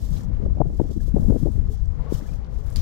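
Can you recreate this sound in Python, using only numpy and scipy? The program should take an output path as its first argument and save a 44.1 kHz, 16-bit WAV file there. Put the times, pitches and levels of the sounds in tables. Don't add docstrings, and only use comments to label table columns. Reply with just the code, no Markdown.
import sys
import numpy as np
from scipy import signal
from scipy.fft import rfft, irfft
from scipy.io import wavfile
from scipy.ndimage import uniform_filter1d

SR = 44100
rng = np.random.default_rng(int(sys.argv[2]) if len(sys.argv) > 2 else 0)


def level_to_linear(level):
    exponent = np.asarray(level, float) / 20
    return 10 ** exponent


def inscribe(sig):
    pcm = np.round(np.clip(np.atleast_2d(sig).T, -1, 1) * 32767)
    wavfile.write(sys.argv[1], SR, pcm.astype(np.int16))


N = 123921
T = np.arange(N) / SR
SMACK_LEFT_DB = 4


def unit(x):
    return x / np.sqrt(np.mean(x ** 2) + 1e-30)


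def band(x, lo_hz, hi_hz, order=3):
    sos = signal.butter(order, [lo_hz, min(hi_hz, .45 * SR)], "band", fs=SR, output="sos")
    return signal.sosfilt(sos, x)


def colour(x, hz, db):
    log_hz = np.log(np.fft.rfftfreq(N, 1 / SR) + 1)
    curve = np.interp(log_hz, np.log(np.r_[hz[0] / 2, hz]), np.r_[db[0] - 40, db])
    return irfft(rfft(x) * level_to_linear(curve), N)


def walk(rate):
    k = int(SR / rate)
    return unit(uniform_filter1d(uniform_filter1d(rng.standard_normal(N), k), k))


def grains(per_s, lo_hz, hi_hz, cycles, spread_db):
    out = np.zeros(N)
    for hz in np.geomspace(lo_hz, hi_hz, num=14):
        size = level_to_linear(spread_db * rng.exponential(size=N).clip(0, 4))
        hits = (rng.random(N) < per_s / 14 / SR) * size
        p = np.exp(-hz / cycles / SR)
        ring = signal.lfilter([1, -1], [1, -2 * p * np.cos(2 * np.pi * hz / SR), p * p], hits)
        out += unit(ring) * np.sqrt(hz)
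    return unit(out)


# frequency in Hz, left and right level in dB per Hz before the swell.
LAP_SPECTRUM = [(150, -50, -67), (203, -67, -71.5), (330, -76, -99.5), (500, -74, -81.5), (700, -80.5, -89),
                (1000, -84.5, -92), (1290, -87, -99), (1320, -89, -103), (2130, -94, -105),
                (2450, -101, -108), (4200, -102, -105), (5960, -108, -110), (9000, -120, -120)]
# time in seconds, gain in dB.
LAP_SWELL = [(0, -5), (.2, -3), (.5, -4.5), (1, -7), (1.5, -5.5), (1.9, -5), (2.1, 2.5), (2.35, -3.5),
             (2.6, -4), (2.81, 0)]


def lapping():
    flicker_db = 2
    hz, *ports_db = np.array(LAP_SPECTRUM).T
    swell_db = np.interp(T, *np.array(LAP_SWELL).T)
    out = []
    for db in ports_db:
        gurgle = grains(1500, 261.6, 2960, cycles=2.25, spread_db=2.5)
        bed = unit(rng.standard_normal(N) + .55 * gurgle)
        wash = colour(bed, hz, db) * np.sqrt(SR / 2)
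        out.append(wash * level_to_linear(swell_db + flicker_db * walk(13)))
    return np.array(out)


# frequency in Hz, relative level in dB.
SPRAY_COLOUR = [(700, -9), (1500, -4), (2500, -4), (3500, 0), (5500, 0), (8000, -7), (12000, -11),
                (15700, -15)]


def spray(bed, port_db):
    start_s, level_db, t60_s = 2.761, -47, .5
    fade = (T > start_s) * level_to_linear(level_db - 60 * (T - start_s).clip(0) / t60_s)
    return fade * level_to_linear(port_db) * unit(colour(bed, *np.array(SPRAY_COLOUR).T))


# frequency in Hz, relative level in dB.
FIZZ_COLOUR = [(1800, 2), (2500, -4), (3260, 8), (4160, 6), (5400, 9), (7000, 5.5), (8700, -5), (9900, -12),
               (11500, -10), (13100, -10), (15700, -14.5)]
# start, peak and end in seconds, level in dB before a 3 dB lift,
# treble relative to that in dB, left minus right in dB.
FIZZ_SWELLS = [(-.04, 0.058, 0.15, -62.5, 0, -3), (0.099, 0.155, 0.24, -59.5, -1.5, -3),
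               (0.2, 0.239, 0.2654, -65, -3, 0), (0.617, 0.64, 1.05, -76, 0, -6.5),
               (0.691, 0.778, 0.897, -69.5, 0.5, -2.5), (0.849, 0.921, 1.04, -67, -2.5, -3.5),
               (0.993, 1.018, 1.15, -66.5, 1.5, -3), (1.099, 1.244, 1.42, -67, 2.5, -4),
               (1.28, 1.412, 1.53, -66, 1, -4.5), (1.449, 1.53, 1.64, -71.5, 1.5, -6),
               (1.69, 1.726, 1.766, -70, 5, -3.5), (1.6, 1.77, 1.88, -70.5, -7, 2.5),
               (2.086, 2.151, 2.223, -57, 1, 1), (2.15, 2.282, 2.41, -66.5, -2.5, 5.5),
               (2.48, 2.535, 2.9, -72, -2, 4.5), (2.628, 2.712, 3.7, -67.5, -2.5, 0)]


def fizz():
    floor_db = np.array([[-77], [-77 - 7.5]])
    flicker = level_to_linear(2 * walk(90))
    out = []
    for side in (1, -1):
        bursts = grains(9000, 2040, 15000, cycles=1.0, spread_db=2.5)
        bed = unit(rng.standard_normal(N) + .6 * bursts)
        foam = colour(bed, *np.array(FIZZ_COLOUR).T)
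        foam = foam / np.std(band(foam, 4000, 8000))
        main, treble = band(foam, 1000, 9500), unit(band(foam, 9500, 17000))
        power = level_to_linear(2 * floor_db)
        for start, peak, end, db, treble_db, pan_db in FIZZ_SWELLS:
            rise_fall = np.interp(T, [start, peak, end], [0, 1, 0])
            gate = np.sin(np.pi / 2 * rise_fall) ** 2.4
            power = power + gate * level_to_linear(2 * np.array([[db], [db + treble_db]]) + side * pan_db)
        gain = np.sqrt(2 * power)
        swells = (main * gain[0] + treble * gain[1]) * flicker
        out.append(swells + spray(bed, SMACK_LEFT_DB * (side > 0)))
    return np.array(out)


# start in seconds, starting pitch in Hz, level in dB midway between the ports,
# length in seconds, left minus right in dB.
BUBBLES = [(.204, 1770, -53, 0.019, 16), (1.003, 1660, -53, 0.016, 23.5), (1.698, 418.7, -39, 0.11, 10),
           (1.74, 760, -47.5, 0.029, 10), (1.981, 480.4, -43.5, 0.12, 9), (1.994, 965, -50.5, 0.116, 10.5),
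           (2.062, 456, -37.5, 0.0435, 12.5), (2.069, 1096, -46, 0.075, 11), (2.15, 2990, -46, 0.019, 3),
           (2.259, 1700, -58, 0.033, 25), (2.288, 2370, -53, 0.021, 15), (2.331, 2540, -48, 0.0099, 6),
           (2.585, 418, -49, 0.13, 20.5)]


def bubbles():
    rise_per_s, attack_s = 2 * 0.553, 0.002
    out = np.zeros((2, N))
    for start, hz, db, length, pan_db in BUBBLES:
        i = int(start * SR)
        t = T[:min(int(length * SR), N - i)]
        tone = np.sin(2 * np.pi * hz * (t + rise_per_s / 2 * t * t))
        fade = level_to_linear(db - 30 * t / length) * np.cos(np.pi / 2 * t / length)
        attack = np.minimum(t / attack_s, 1)
        out[:, i:i + len(t)] += tone * fade * attack * level_to_linear(np.array([[pan_db / 2], [-pan_db / 2]]))
    return out


def spit(t0, db, t60):
    rise = ((T - t0) / (.08 * t60)).clip(0, 1)
    return rise * level_to_linear(db - 60 * (T - t0).clip(0, 1) / t60)


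# start in seconds, drive in dB ahead of the band-pass and doubling,
# 60 dB fade time in seconds, centre in Hz.
DROPLETS = [(0.094, -56, .01, 5470), (.105, -44, .008, 9000), (.166, -41.5, 0.042, 3030),
            (0.207, -45, .02, 5240), (0.234, -46, 0.011, 7000), (1.477, -50.5, 0.0074, 9000),
            (1.517, -47, .01, 7000), (1.56, -56.5, 0.0075, 13060), (1.775, -49, 0.01, 4630),
            (1.857, -51, 0.014, 5370), (1.874, -57, 0.0095, 7030), (2.446, -46.5, .014, 3600),
            (2.465, -49, 0.016, 2820), (2.6627, -46, 0.0067, 12100), (2.677, -52.5, .006, 11000),
            (2.7017, -43, 0.0096, 9000), (2.7118, -46, .006, 10100), (2.7262, -45.5, 0.0094, 6950),
            (2.7388, -44.5, 0.007, 10860), (2.746, -61, .006, 11000)]


def drops():
    reach = 2 ** 0.55
    noise = np.sign(rng.standard_normal((2, N)))
    out = np.zeros((2, N))
    for t0, db, t60, hz in DROPLETS:
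        i = slice(int(t0 * SR), int((t0 + 2 * t60) * SR))
        drive = (spit(t0, db, t60) * noise)[:, i]
        out[:, i] += 2 * band(drive, hz / reach, hz * reach, order=2)
    return out


# start in seconds, drive in dB ahead of the rings,
# 60 dB fade time in seconds.
SMACK_HITS = [(2.7598, -15, .005), (2.766, -25, .012)]
# centre in Hz, width in Hz, gain in dB before doubling.
SMACK_RINGS = [(1100, 700, -19), (2000, 1000, -18), (4450, 400, 5), (7100, 600, -6), (9800, 1500, -22),
               (12800, 2500, -24)]


def smack():
    noise = np.sign(rng.standard_normal((2, N)))
    hit = sum(spit(*row) for row in SMACK_HITS) * noise * level_to_linear(np.array([[SMACK_LEFT_DB], [0]]))
    out = np.zeros((2, N))
    for hz, width, db in SMACK_RINGS:
        out += 2 * level_to_linear(db) * band(hit, hz - width / 2, hz + width / 2, order=1)
    return out


# low edge in Hz, high edge in Hz.
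RUMBLE_BANDS = [(16, 74.9), (90, 216)]


def rumble(levels):
    evenness = 0.19
    seconds, *bands_db = np.array(levels).T
    flutter = level_to_linear(2.5 * walk(18))
    out = np.zeros(N)
    for (lo, hi), db in zip(RUMBLE_BANDS, bands_db):
        x = band(rng.standard_normal(N), lo, hi, order=2)
        power = uniform_filter1d(x ** 2, int(SR / lo)) + 1e-12
        x = band(x / power ** (evenness / 2), lo * 0.58, hi * 1.476, order=2)
        out += unit(x * flutter) * level_to_linear(np.interp(T, seconds, db))
    return out


def gust(air, t, reach, db, top_hz, skirt_db):
    low_hz = 34.4
    i, j = max(int((t - reach) * SR), 0), min(int((t + reach) * SR), N)
    shape = np.cos(np.pi / 2 * (T[i:j] - t) / reach) ** 4
    x = air[max(i - 3000, 0):j]
    favoured = band(x, .5 * top_hz, top_hz, order=1)
    x = band(x, low_hz, top_hz, order=2) + level_to_linear(-3) * favoured
    body = band(x, low_hz / 2, 1.003 * top_hz, order=4)
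    skirt = level_to_linear(skirt_db) * band(x, top_hz, 2000, order=2)
    x = (body + skirt)[-(j - i):] * shape
    return i, unit(x) * np.sqrt(np.mean(shape ** 2)) * level_to_linear(db)


def wind(levels, gusts, skirt_db):
    tilt_hz, spike_db = 150, 5
    out = rumble(levels)
    uneven = rng.standard_normal(N) * level_to_linear(spike_db * walk(234))
    air = signal.lfilter([1], [1, -np.exp(-2 * np.pi * tilt_hz / SR)], uneven)
    for row in gusts:
        i, x = gust(air, *row, skirt_db)
        out[i:i + len(x)] += x
    return out


# time in seconds, level in dB of the lower band, of the upper band.
RUMBLE_RIGHT = [(0, -38, -42), (.2, -38, -42), (.38, -43, -43), (.5, -35, -38), (.74, -35, -40),
                (.9, -42, -42), (1.1, -39, -44), (1.22, -31, -38), (1.34, -43, -49), (1.47, -45, -50),
                (1.6, -37, -44), (1.75, -38, -42), (1.9, -45, -47), (2.3, -43, -46), (2.81, -44, -48)]
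# centre in seconds, reach each side in seconds, level in dB,
# top of the eddies in Hz.
GUSTS_RIGHT = [(0.459, 0.093, -31, 713), (0.507, .02, -42, 500), (0.578, 0.028, -30, 836),
               (0.692, 0.082, -36, 660), (0.747, 0.0317, -34, 500), (0.844, 0.063, -37.5, 750),
               (0.91, 0.0097, -30.5, 700), (1.015, 0.074, -42.5, 700), (1.191, 0.1, -33.5, 700),
               (1.243, 0.078, -34.5, 900), (1.39, 0.021, -45.5, 500), (1.563, 0.072, -35.5, 530),
               (1.684, 0.069, -45, 500), (2.124, 0.05, -44, 400)]


def right_wind():
    return wind(RUMBLE_RIGHT, GUSTS_RIGHT, skirt_db=-20)


# time in seconds, level in dB of the lower band, of the upper band.
RUMBLE_LEFT = [(0, -21, -33), (.14, -19, -32.5), (.26, -22, -28.5), (.38, -18, -38), (.5, -15, -34),
               (.62, -20.5, -29.5), (.74, -20, -31.5), (.9, -22.5, -33), (1.1, -19.5, -34),
               (1.22, -12.5, -27), (1.4, -20.5, -25.5), (1.52, -23, -34), (1.6, -16.5, -34.5),
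               (1.71, -28, -35.5), (1.84, -13, -44), (1.95, -23.5, -38.5), (2.1, -22.5, -40.5),
               (2.3, -20.5, -35.5), (2.45, -24, -40), (2.57, -22, -45), (2.67, -23, -48),
               (2.81, -15.5, -50)]
# centre in seconds, reach each side in seconds, level in dB,
# top of the eddies in Hz.
GUSTS_LEFT = [(0.121, 0.027, -14.5, 134), (0.176, 0.047, -19.5, 220), (0.296, 0.077, -19.5, 174),
              (0.439, 0.079, -25.5, 430), (0.563, 0.015, -28, 500), (0.612, 0.022, -11, 763),
              (0.617, 0.0046, -11.5, 965), (0.66, 0.015, -23, 601), (0.673, 0.028, -15, 150),
              (0.753, 0.0074, -42, 500), (0.803, 0.013, -8.5, 770), (0.815, 0.01, -11.5, 477),
              (0.856, 0.015, -29, 500), (0.902, 0.039, -26.5, 500), (0.969, 0.021, -18.5, 330),
              (1.084, 0.016, -29, 416), (1.147, 0.01, -9, 240), (1.169, 0.018, -11, 590),
              (1.185, 0.004, -12, 890), (1.199, 0.019, -11.5, 182), (1.247, 0.0065, -25.5, 610),
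              (1.292, 0.026, -9, 330), (1.307, 0.015, -12.5, 700), (1.325, 0.0075, -13.5, 700),
              (1.345, 0.012, -16.5, 640), (1.364, 0.016, -15, 543), (1.43, 0.033, -13.5, 308),
              (1.461, 0.013, -13, 556), (1.473, 0.0097, -17.5, 750), (1.487, 0.014, -19, 500),
              (1.561, 0.049, -19, 202), (1.691, 0.022, -12.5, 106), (1.865, 0.026, -30.5, 220),
              (2.123, 0.0073, -13, 440), (2.149, 0.023, -14.5, 128), (2.226, 0.02, -29, 330),
              (2.78, 0.03, -24, 243)]


def left_wind():
    return wind(RUMBLE_LEFT, GUSTS_LEFT, skirt_db=-17)


def scene():
    water = lapping() + fizz() + bubbles() + drops() + smack()
    return water + np.array([left_wind(), right_wind()])


def band_limit(x):
    return signal.sosfilt(signal.butter(12, 15810, fs=SR, output="sos"), x)


def record(dry):
    low_pass = signal.ellip(8, .2, 70, 15800, fs=SR, output="sos")
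    mix = signal.sosfilt(low_pass, dry)
    return band_limit(mix)


dry = scene()
out = record(dry)
inscribe(out)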